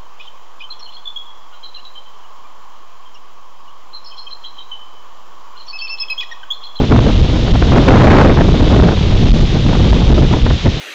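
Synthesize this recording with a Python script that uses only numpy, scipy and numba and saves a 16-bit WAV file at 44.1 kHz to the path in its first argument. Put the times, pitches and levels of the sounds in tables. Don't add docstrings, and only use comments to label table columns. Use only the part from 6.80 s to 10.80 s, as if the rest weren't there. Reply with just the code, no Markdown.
import sys
import numpy as np
from scipy import signal
from scipy.fft import rfft, irfft
from scipy.io import wavfile
from scipy.ndimage import uniform_filter1d
from numba import njit

SR = 44100
rng = np.random.default_rng(int(sys.argv[2]) if len(sys.argv) > 2 else 0)


def master(y):
    cut = np.clip(np.atleast_2d(y).T, -1, 1)
    pcm = np.round(cut * 32767)
    wavfile.write(sys.argv[1], SR, pcm.astype(np.int16))


N = 176400


def wind():
    # t/s, relative level/dB, f/Hz (eddy rate above which the rumble falls off)
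    gusts = [(0.0,-6,241), (0.081,-14.5,174), (0.109,-4.5,250), (0.188,-1.5,116), (.23,-11,200),
             (0.271,-2.5,157), (.31,-9.5,147), (.42,-4,87), (.47,-14,139), (.53,-9.5,184), (.64,-11,185),
             (.69,-11,204), (.73,-7,69.2), (.76,-8,162), (0.869,-9.5,198), (0.986,-1.5,460),
             (1.018,-5.5,180), (1.068,-10.5,230), (1.088,0,450), (1.22,-.3,500), (1.32,0.5,560),
             (1.42,-2,470), (1.502,1,300), (1.551,-12.5,183), (1.582,-2.5,310), (1.64,-7.5,163),
             (1.729,-4,135), (1.76,-11,320), (1.831,-2.5,156), (1.87,-9,202), (1.921,-3.5,262),
             (2.08,-4,183), (2.15,-13,224), (2.34,-6.5,132), (2.479,-6,108), (2.509,-6,60.2), (2.59,-9,165),
             (2.62,-5,81), (2.69,-13.5,82), (2.75,-8,173), (2.82,-12,81), (2.881,-3.5,132),
             (2.94,-12,301.7), (3.03,-3.5,87), (3.06,-9,197), (3.11,-3,95), (3.209,-9,158), (3.341,-1,80.2),
             (3.38,-6,170), (3.44,-2,113), (3.48,-10.5,154), (3.54,-9,260), (3.589,-13,155),
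             (3.626,-8.5,70), (3.661,-10,198), (3.741,-6.5,90), (3.77,-19.5,111), (3.815,-24,105),
             (3.84,-8.5,136), (3.879,-4,130), (3.92,-16.5,134), (4.0,-18,101)]
    # t/s, level/dB
    flap_hits = [(.122, -4), (0.162, -7), (0.189, -8), (0.227, -20), (.68, -13.5), (.757, -11), (.825, -6),
                 (0.894, -23.5), (.922, -9.5), (0.961, -10.5), (0.984, -4), (1.036, -14), (1.084, 3.5),
                 (1.386, 1.5), (1.416, -3.5), (1.472, -6), (1.499, -6), (1.574, -10.5), (1.61, -4),
                 (1.812, -16), (2.0, -9.5), (2.037, -8), (2.09, -7.5), (2.121, -13), (2.933, -13.5),
                 (3.129, -6.5), (3.537, -12.5), (3.666, -13), (3.708, -10), (3.866, -11)]
    flurry_hz, flurry_db, flurry_octaves = 160, 1.2, .43
    flap_half_s, smallest_eddy_hz = .0031, 2464
    times, gust_db, gust_hz = np.array(gusts).T
    t = np.arange(N) / SR
    flurry = np.tanh(walk(flurry_hz) / 2) * 2
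    eddy_hz = 2 ** (curve(times, np.log2(gust_hz)) + flurry_octaves * flurry)
    eddies = rumble(eddy_hz, damping=2.4) * undb(-1.5 + flurry_db * flurry)
    heave = rumble(hz=112, damping=.997) * undb(-6)
    flap_envelope = sum(undb(db) * np.exp(-.5 * ((t - when) / flap_half_s) ** 2) for when, db in flap_hits)
    flaps = rumble(hz=812, damping=1.49) * flap_envelope
    pressure = (eddies + heave) * undb(curve(times, gust_db) - .5) + flaps
    return signal.sosfilt(signal.butter(2, smallest_eddy_hz, fs=SR, output="sos"), pressure)


def rumble(hz, damping):
    port_leak_hz = 22.63
    hz = np.clip(hz * np.ones(N), 20, 3000)
    pressure = lowpass(rng.standard_normal(N) / np.sqrt(hz), hz, float(damping))
    pressure = signal.sosfilt(signal.butter(1, port_leak_hz, "high", fs=SR, output="sos"), pressure)
    return pressure / np.sqrt(uniform_filter1d(pressure ** 2, size=2200))


def bumps():
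    # t/s, peak level/dB
    large_eddies = [(.425, -5), (.73, -4), (1.82, -3), (2.506, 2), (2.532, -2), (3.11, -4), (3.235, -4),
                    (3.318, -1), (3.634, 2)]
    swing_s = .0036
    t = np.arange(N) / SR
    pressure = np.zeros(N)
    for when, db in large_eddies:
        u = (t - when) / swing_s
        pressure -= undb(db) * u * np.exp((1 - u ** 2) / 2)
    return pressure


def current():
    # f/Hz, relative level/dB (spectral density); the sound is brightest at 3-4 kHz
    rush_spectrum = [(100, -9), (500, -1.5), (1000, -4), (1600, -5.5), (2400, -2.5), (3100, 1.5),
                     (3700, 2.5), (4400, -5.5), (5500, -10), (6800, -14.5), (8000, -23.5), (10000, -35.5)]
    rush_db, swell_db, flicker_db = -28, -.94, -.15
    f = np.maximum(np.fft.rfftfreq(N, 1 / SR), 1)
    hz, db = np.array(rush_spectrum).T
    spectrum = rfft(rng.standard_normal(N)) * undb(np.interp(np.log(f), np.log(hz), db))
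    band = np.floor(2 * np.log2(np.clip(f, 300, 9000)))
    rush = sum(irfft(spectrum * (band == b), N) * undb(flicker_db * walk(25)) for b in np.unique(band))
    return level(rush, rush_db) * undb(swell_db * walk(5))


def slush():
    snaps_per_s, scatter_db = 1100, 13
    centre_hz, spread_octaves, ring_cycles = 3320, .86, 5
    fizz = np.zeros(N)
    t = np.arange(400) / SR
    for when, up, down, strength in rng.random((int(snaps_per_s * N / SR), 4)):
        hz = centre_hz * 2 ** (spread_octaves * (up - down))
        ring = np.sin(2 * np.pi * hz * t) * np.exp(-np.log(100) * hz * t / ring_cycles)
        start = int(when * (N - len(t)))
        fizz[start:start + len(t)] += ring * undb(scatter_db * strength ** 2)
    return level(fizz, db=-35.5)


def undb(db):
    return 10 ** (np.asarray(db) / 20)


def level(x, db):
    return x * undb(db) / np.sqrt(np.mean(x ** 2))


def curve(times, values):
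    return np.interp(np.arange(N) / SR, times, values)


def walk(rate_hz):
    hold = max(int(SR / rate_hz), 2)
    held = rng.standard_normal(N)[np.arange(N) // hold]
    return level(uniform_filter1d(uniform_filter1d(held, hold), hold), 0)


@njit
def lowpass(x, hz, damping):
    y, band_state, low_state = np.empty(len(x)), 0., 0.
    for i in range(len(x)):
        g = np.tan(np.pi * hz[i] / SR)
        band = (band_state + g * (x[i] - low_state)) / (1 + g * (g + damping))
        y[i] = low_state + g * band
        band_state, low_state = 2 * band - band_state, low_state + 2 * g * band
    return y


def scene():
    # t/s, relative level/dB
    flow = [(0, -0.5), (.7, -0.75), (1.3, 1), (1.9, 0.5), (2.2, 0.82), (3.0, 1.18), (3.6, -0.2), (4.0, 1.5)]
    buffeting = wind() + bumps()
    river = (current() + slush()) * undb(curve(*np.array(flow).T))
    return (buffeting + river)[None]


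def record(dry):
    input_ceiling, headroom_db = .6927, .11
    soften_hz, treble_cut_hz, output_top_hz = 7700, 8400, 15800
    clipped = np.clip(dry, -input_ceiling, input_ceiling)
    soft = signal.sosfiltfilt(signal.butter(6, soften_hz, fs=SR, output="sos"), clipped)
    treble_cut = signal.firwin(151, treble_cut_hz, window="blackman", fs=SR)
    narrow = signal.fftconvolve(soft, treble_cut[None], "same")
    output_ceiling = input_ceiling * undb(headroom_db)
    reclipped = np.clip(narrow, -output_ceiling, output_ceiling)
    return signal.sosfilt(signal.ellip(8, .1, 70, output_top_hz, fs=SR, output="sos"), reclipped)


dry = scene()
out = record(dry)
master(out)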